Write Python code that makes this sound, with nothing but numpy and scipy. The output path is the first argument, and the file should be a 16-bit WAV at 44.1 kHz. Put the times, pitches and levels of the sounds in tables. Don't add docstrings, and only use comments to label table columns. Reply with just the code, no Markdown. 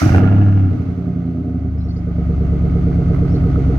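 import sys
import numpy as np
from scipy import signal
from scipy.fft import rfft, irfft, next_fast_len
from scipy.io import wavfile
from scipy.ndimage import uniform_filter1d

SR = 44100
rng = np.random.default_rng(int(sys.argv[2]) if len(sys.argv) > 2 else 0)


def invert_db(level):
    return 10 ** (np.asarray(level, dtype=float) / 20)


def output_pcm(signal):
    pcm = np.clip(np.atleast_2d(signal).T, -1, 1) * 32767
    wavfile.write(sys.argv[1], SR, np.round(pcm).astype(np.int16))


N = 166698

# f/Hz, width/Hz, level/dB
TAILPIPE_BANDS = [(390, 10, 5.5), (465, 68, 3.5), (668, 180, 8.5), (770, 37, 0.5), (1255, 190, 5),
                  (1466, 180, 0), (2092, 450, -4.5), (2640, 610, -13.5)]
BANKS = [1, -1, 1, -1, -1, 1, -1, 1]


def evened(x):
    return x / np.sqrt(np.mean(x ** 2) + 1e-20)


def read(points, hz):
    f, value = np.transpose(points)
    return np.interp(np.log(hz + 1), np.log(f + 1), value)


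def ring(x, hz, width):
    r = np.exp(-np.pi * width / SR)
    return signal.lfilter([1 - r, 0, r - 1], [1, -2 * r * np.cos(2 * np.pi * hz / SR), r * r], x)


def clicks(times, sizes):
    return np.bincount(np.clip(np.round(times * SR).astype(int), 0, N - 1), sizes, N)


def decaying_tone(u, hz, width, rise_s):
    return np.minimum(u / rise_s, 1) * np.exp(-np.pi * width * u) * np.sin(2 * np.pi * hz * u)


def pops():
    # t/s, level/dB
    first_firings = [(.017, -9), (.029, -5), (.040, -6), (.053, -7), (.062, 0), (.070, -3), (.081, -6),
                     (.104, -1), (.120, -5), (.129, -3), (.140, -7), (.150, -8), (.162, -1), (.173, -4)]
    # f/Hz, width/Hz, level/dB
    pop_ring = [(70, 35, -1), (95, 35, 2), (125, 30, -4), (172, 35, -5), (255, 40, -3), (310, 30, -12)]
    soft_s = .002
    s, db = np.transpose(first_firings)
    train = clicks(s, -invert_db(db))
    thump = sum(invert_db(g) * ring(train, hz, w) / w for hz, w, g in pop_ring)
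    thump = signal.fftconvolve(thump, np.hanning(round(2 * soft_s * SR)), "same")
    crack = sum(invert_db(g) * ring(train, hz, w) / np.sqrt(w) for hz, w, g in TAILPIPE_BANDS)

    def unit(v):
        return v / np.sqrt(np.mean(v[:SR // 5] ** 2))

    return invert_db(-8.5) * unit(thump) + invert_db(-38) * unit(crack), train


def raps(t):
    # t/s, level/dB, f/Hz
    cracks = [(0.017, -8, 680), (0.091, -9, 750), (0.118, -15.5, 584), (0.145, -4, 760), (0.21, -27.5, 587),
              (0.241, -13.5, 622), (0.281, -31, 650), (0.3, -30.5, 590), (0.321, -20, 623),
              (0.382, -16.5, 595), (0.401, -28, 627)]
    # multiple, level/dB
    crack_overtones = [(1, 0), (1.97, -1), (3.1, -9)]
    # t/s, level/dB, f/Hz
    upper_raps = [(0.2527, -27, 1280), (0.3036, -28, 1260), (0.411, -28.5, 1210), (0.4605, -33.5, 1460),
                  (0.644, -37, 1290), (0.679, -46, 1110), (0.6977, -46, 1280), (0.789, -36, 1160),
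                  (2.4895, -42, 1200), (2.6193, -45, 1200), (2.7361, -31.5, 1260), (2.7897, -41, 1270),
                  (2.937, -34, 1270), (3.084, -31, 1270), (3.133, -41, 1290), (3.1798, -37, 1250),
                  (3.2565, -43, 1160), (3.404, -38, 1270), (3.4385, -18, 1280), (3.5258, -37, 1290),
                  (3.5574, -13, 1280), (3.6774, -39, 1290), (3.7248, -36, 1440), (3.7467, -34, 1290)]
    # t/s, level/dB, f/Hz
    pings = [(2.5875, -41, 2280), (2.6733, -43, 2110), (2.824, -48, 2030), (3.1397, -32.5, 2140),
             (3.1871, -26, 2050), (3.257, -38, 2030), (3.3737, -43, 2020), (3.4041, -29, 2090),
             (3.4964, -31, 2080), (3.7314, -35, 2050)]
    width_hz, rise_s, lean_db = 70, .002, -6
    rows = [(s, db - 4, hz) for table in (upper_raps, pings) for s, db, hz in table]
    rows += [(s, db - 3 + g, hz * m) for s, db, hz in cracks for m, g in crack_overtones]
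    out = np.zeros(N)
    u = t[:SR // 20]
    for s, db, hz in rows:
        part = out[round(s * SR):][:len(u)]
        part += (invert_db(db) * decaying_tone(u, hz, width_hz, rise_s))[:len(part)]
    return np.array([out * invert_db(lean_db / 2), np.roll(out, 10) * invert_db(-lean_db / 2)])


def rush(shape, gate):
    # f/Hz, share
    likeness = [(300, 0.58), (640, 0.46), (1400, 0.42), (3100, 0.1), (6800, 0.14), (15000, 0.14)]
    # f/Hz, level/dB
    left_lean = [(380, 5.5), (700, -3.5), (1300, -6), (2400, -5), (4400, -3), (8000, -3.5), (15000, 3.5)]
    # f/Hz, phase/rad
    left_lead = [(20, 0), (520, .2), (780, -1), (1460, 1.3), (2070, -.2), (2400, .3), (15000, .3)]
    size = next_fast_len(N)
    hz = np.fft.rfftfreq(size, 1 / SR)
    a, b = rfft(rng.standard_normal((2, N)) * gate, size)
    same = np.clip(read(likeness, hz), 0, 1)
    lean = invert_db(read(left_lean, hz) / 2)
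    shared = same * a * np.exp(-1j * read(left_lead, hz))
    right = (shared + np.sqrt(1 - same ** 2) * b) / lean
    return evened(irfft(np.array([a * lean, right]) * shape(hz), size)[:, :N])


def curve(points):
    return lambda hz: invert_db(read(points, hz))


def bands(modes):
    def shape(hz):
        return np.sqrt(sum(invert_db(g) ** 2 / (1 + (2 * (hz - f) / w) ** 2) ** 2 for f, w, g in modes))
    return shape


def gas(t, firings, gas_db):
    # f/Hz, level/dB per Hz
    under = [(180, -34), (300, 2), (464, -37), (540, -16.5), (700, -19.5), (1010, -30.5), (1280, -30),
             (5000, -59.5), (6500, -74), (11000, -120)]
    # f/Hz, level/dB per Hz
    hiss = [(1760, -42), (3000, 4.5), (3810, 1.5), (4410, 3), (5490, -4), (6340, 0), (6880, -12),
            (11300, -14.5), (15500, -17)]
    # f/Hz, level/dB per Hz
    blast_colour = [(530, -43), (900, -28), (1330, -8.5), (1790, -16.5), (2120, -13), (3330, -27),
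                    (6040, -18.5), (7400, -32), (15500, -36)]
    # f/Hz, width/Hz, level/dB
    roar_bands = [(714, 240, 6), (1404, 87, 5), (1670, 140, -2.5), (2060, 1100, -14.5), (2760, 350, -11.5)]
    puff_s, floor = 0.0036, 4.2
    gate = floor + evened(signal.lfilter([1], [1, -np.exp(-1 / (puff_s * SR))], firings))
    steady = rush(bands(TAILPIPE_BANDS), gate)
    steady += invert_db(8.5) * rush(curve(under), gate)
    steady += invert_db(-16.5) * rush(curve(hiss), 9 + gate)
    blast = invert_db(-23.5 - 91 * t - 653 * np.maximum(t - 0.19, 0)) + invert_db(-63 - 39.5 * t)
    bright = blast * rush(curve(blast_colour), 11 + gate)
    roar = invert_db(-21 - 25.5 * t - 220 * np.maximum(t - .7, 0)) * np.minimum(t / 0.057, 1)
    return invert_db(gas_db) * steady + bright + roar * rush(bands(roar_bands), gate - 0.87 * floor)


def pipe(column, side):
    # f/Hz, width/Hz, both banks together/dB, their difference/dB, left-right/dB
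    modes = [(44, 7, -45, -24, -3.5), (77, 9, -45, -23, .3), (105, 40, -45, -23, -.5),
             (137, 14, -22, -27, -2.5), (173, 13, -23, -19.5, -2.5), (222, 20, -44, -36, -1),
             (254, 18, -30, -23, -2), (275, 12, -32, -33, -1), (300, 14, -37, -37, 1),
             (334, 14, -44, -41, -1), (388, 14, -44, -38, -2), (458, 14, -48, -43, -3),
             (612, 30, -52, -50, -3), (710, 40, -54, -52, -3)]
    hz = np.fft.rfftfreq(2 ** 15, 1 / SR)
    power = 0
    for row in modes:
        gain = invert_db(row[column] + side * row[4] / 2)
        power = power + gain ** 2 / (1 + (2 * (hz - row[0]) / row[1]) ** 2) ** 2
    ceps = irfft(np.log(power + 1e-12) / 2)
    half = len(ceps) // 2
    ceps[1:half] *= 2
    ceps[half + 1:] = 0
    return irfft(np.exp(rfft(ceps)))[:half]


def firing_boom(turns, boom_db, wobble):
    # multiple, level/dB, lag/turns
    harmonics = [(1, 2, 0.14), (2, -4.5, 0.086), (3, -5, 0.15)]
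    hum = 0
    for m, db, lag in harmonics:
        gain = invert_db(db + (m > 1) * (boom_db + 4.5))
        hum = hum + gain * np.cos(2 * np.pi * (m * turns - lag))
    boom = -np.sqrt(2) * invert_db(boom_db) * wobble * hum
    return boom + [[.12], [-.12]] * np.roll(boom, 110)


def exhaust(t, turns, boom_db, pulse_db, upper_db):
    k = np.arange(1, int(turns[-1]))
    luck = rng.standard_normal((400, 3))[:len(k)]
    s = np.interp(k, turns, t)
    uneven = .12 + .88 * np.clip((s - 1.95) / .4, 0, 1)
    place = k + 3
    angle = 2 * np.pi * (place / len(BANKS) + 0.31)
    pair = (-1.) ** k
    s = s + .00012 * luck[:, 0] + uneven * (.0003 * np.sin(angle) + .0007 * pair)
    odd = np.take(BANKS, place % len(BANKS)) + uneven * (0.043 * np.cos(angle) + .42 * pair)
    odd = odd + (1.3 - uneven) * .45 * np.sin(2 * angle) + .18 * luck[:, 1]

    trains = {2: clicks(s, -np.ones(len(k))), 3: clicks(s, -odd)}
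    out = np.array([sum(signal.fftconvolve(v, pipe(c, side))[:N] for c, v in trains.items())
                    for side in (1, -1)])
    low = signal.sosfiltfilt(signal.butter(4, 215, fs=SR, output="sos"), out)
    out = low + invert_db(upper_db) * (out - low)
    level = np.sqrt(np.mean(pipe(3, 0.98) ** 2) * 2 ** 14 * 140 / SR)

    boom = firing_boom(turns, boom_db, 1 + .06 * np.interp(turns, k, luck[:, 2]))
    caught = np.clip((t - 0.12) / 0.26, 0, 1)
    puff_size = invert_db(4 * luck[:, 2]) * (1 + uneven * np.cos(angle + 2 * np.pi * 0.36))
    return caught * (invert_db(pulse_db) * out / level + boom), clicks(s, puff_size) * (caught > 0)


def headers(t, turns, pulse_db):
    # place/firings into the cycle, f/Hz, width/Hz, level/dB
    header_rings = [(4.1, 457, 15, 1), (4.6, 386, 12, -3), (6.1, 328, 18, -2), (3.8, 610, 26, -5),
                    (1.3, 605, 20, -11), (6.1, 715, 36, -5)]
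    cycle = np.arange(1, int(turns[-1] / len(BANKS)) + 1)
    luck = rng.standard_normal((60, len(header_rings)))
    out = np.zeros(N)
    u = t[:SR // 5]
    for (place, hz, width, db), chance in zip(header_rings, luck.T):
        at = len(BANKS) * cycle + place
        sizes = invert_db(db + 1.2 * chance[cycle]) * (at < turns[-1])
        train = clicks(np.interp(at, turns, t), sizes)
        out += signal.fftconvolve(train, decaying_tone(u, hz, width, .01))[:N]
    settled = np.clip((t - 1.75) / .3, 0, 1)
    return out * invert_db(pulse_db - 11 + 6 * settled) * invert_db(np.array([[-1.2], [1.2]]))


def bird(t):
    # t/s, length/s, from f/Hz, to f/Hz, level/dB
    whistles = [(1.78, .015, 5000, 5500, -58.5), (1.799, .02, 4980, 5200, -60),
                (1.8, .015, 4160, 4150, -48), (1.819, .07, 5350, 5800, -64.5),
                (1.881, .012, 4160, 4700, -51), (1.887, .012, 5410, 5000, -58.5),
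                (1.899, .012, 4660, 4150, -45.5), (1.956, .016, 4070, 5200, -51.5),
                (1.971, .016, 5900, 6200, -54.5), (1.978, .012, 5150, 5050, -57.5),
                (3.24, .05, 4030, 4500, -62.5), (3.525, .025, 3460, 3420, -52),
                (1.9, .06, 5530, 6200, -60.5), (3.277, .085, 4520, 6200, -54),
                (3.34, .025, 4200, 4500, -48.5)]
    out = np.zeros(N)
    for start, length, from_hz, to_hz, db in whistles:
        u = np.clip((t - start) / length, 0, 1)
        swell = np.sqrt(np.sin(np.pi * u).clip(0))
        phase = 2 * np.pi * np.cumsum(from_hz + (to_hz - from_hz) * u) / SR
        out += invert_db(db) * swell * np.sin(phase)
    out *= invert_db(-4) + .45 * evened(uniform_filter1d(rng.standard_normal(N), 90))
    yard = rng.standard_normal(SR // 4) * invert_db(-60 * t[:SR // 4] / .16)
    return out + invert_db(2) * signal.fftconvolve(out, yard / np.linalg.norm(yard))[:N]


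def rustle(t):
    # t/s, length/s, level/dB
    swells = [
        (3.13, .1, -73),
        (3.158, .006, -63),
        (3.774, .012, -50),
    ]
    highpass = signal.butter(4, 6500, "high", fs=SR, output="sos")
    hiss = signal.sosfilt(highpass, rng.standard_normal(N))
    return hiss * sum(invert_db(db) * np.sin(np.pi * np.clip((t - s) / length, 0, 1))
                      for s, length, db in swells)


def metal_ticks(t):
    # t/s, f/Hz, level/dB
    ticks = [
        (3.235, 3900, -58),
    ]
    out = np.zeros(N)
    for s, hz, db in ticks:
        u = np.maximum(t - s, 0)
        tone = invert_db(db - 2500 * u) * (t > s) * np.sin(2 * np.pi * hz * u)
        out += tone * (1 + .6 * rng.standard_normal(N))
    return out


def off_to_the_side(x):
    return np.array([x * invert_db(-1.2) + .3 * np.roll(x, 310), np.roll(x, 25) * invert_db(1.3)])


def scene():
    # t/s, boom/dB, pulse level/dB, gas level/dB, upper pipe modes/dB
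    course = [(0, 14, -16, -44.5, 0), (.02, 0.5, -18.5, -24.5, -14), (.2, -2.5, 4, -30.5, -8),
              (0.298, -8, -13.5, -36, 6.5), (.56, -10, -18.5, -38.5, -2), (.68, -11.5, -16, -41, -3.5),
              (.76, -23, -13, -39.5, -3.5), (.92, -22.5, -20, -42, 3), (1.1, -30.5, -16.5, -44, 1),
              (1.4, -26.5, -21.5, -45.5, 7.5), (1.64, -22.5, -18, -46, 5), (1.78, -19.5, -18.5, -46, -8.5),
              (2.001, -24.5, -19, -44.5, -5.5), (2.3, -17.5, -17, -40.5, 0.5), (2.77, -18.5, -14.5, -38, 2),
              (3.25, -22, -11.5, -37, 0), (3.78, -15.5, -12.5, -36, -0.5)]
    # t/s, firings per second/Hz
    speed = [(0, 86), (.15, 92), (.25, 99.9), (.45, 100.3), (.55, 99.2), (.65, 95.6), (.76, 91),
             (1.05, 87.6), (1.32, 84.3), (1.5, 80), (1.85, 74.9), (2.35, 70.3), (2.85, 68.7), (3.35, 68),
             (3.78, 66.4)]
    t = np.arange(N) / SR
    s, *cols = np.transpose(course)
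    boom_db, pulse_db, gas_db, upper_db = (np.interp(t, s, c) for c in cols)
    turns = np.cumsum(np.interp(t, *np.transpose(speed))) / SR
    thump, train = pops()
    note, firings = exhaust(t, turns - .36, boom_db, pulse_db, upper_db)
    engine = note + thump * invert_db(0) * invert_db(np.array([[-1], [1]]))
    engine = engine + gas(t, firings - 0.29 * train, gas_db)
    engine = engine + headers(t, turns, pulse_db) + raps(t)
    return engine + off_to_the_side(bird(t) + rustle(t) + metal_ticks(t))


def top_cut(x):
    return signal.sosfilt(signal.butter(12, 15620, fs=SR, output="sos"), x)


def record(dry):
    cut = signal.sosfilt(signal.butter(4, 37, "high", fs=SR, output="sos"), dry)
    mix = 1.189 * np.tanh(cut / 1.606)
    return top_cut(mix)


dry = scene()
out = record(dry)
output_pcm(out)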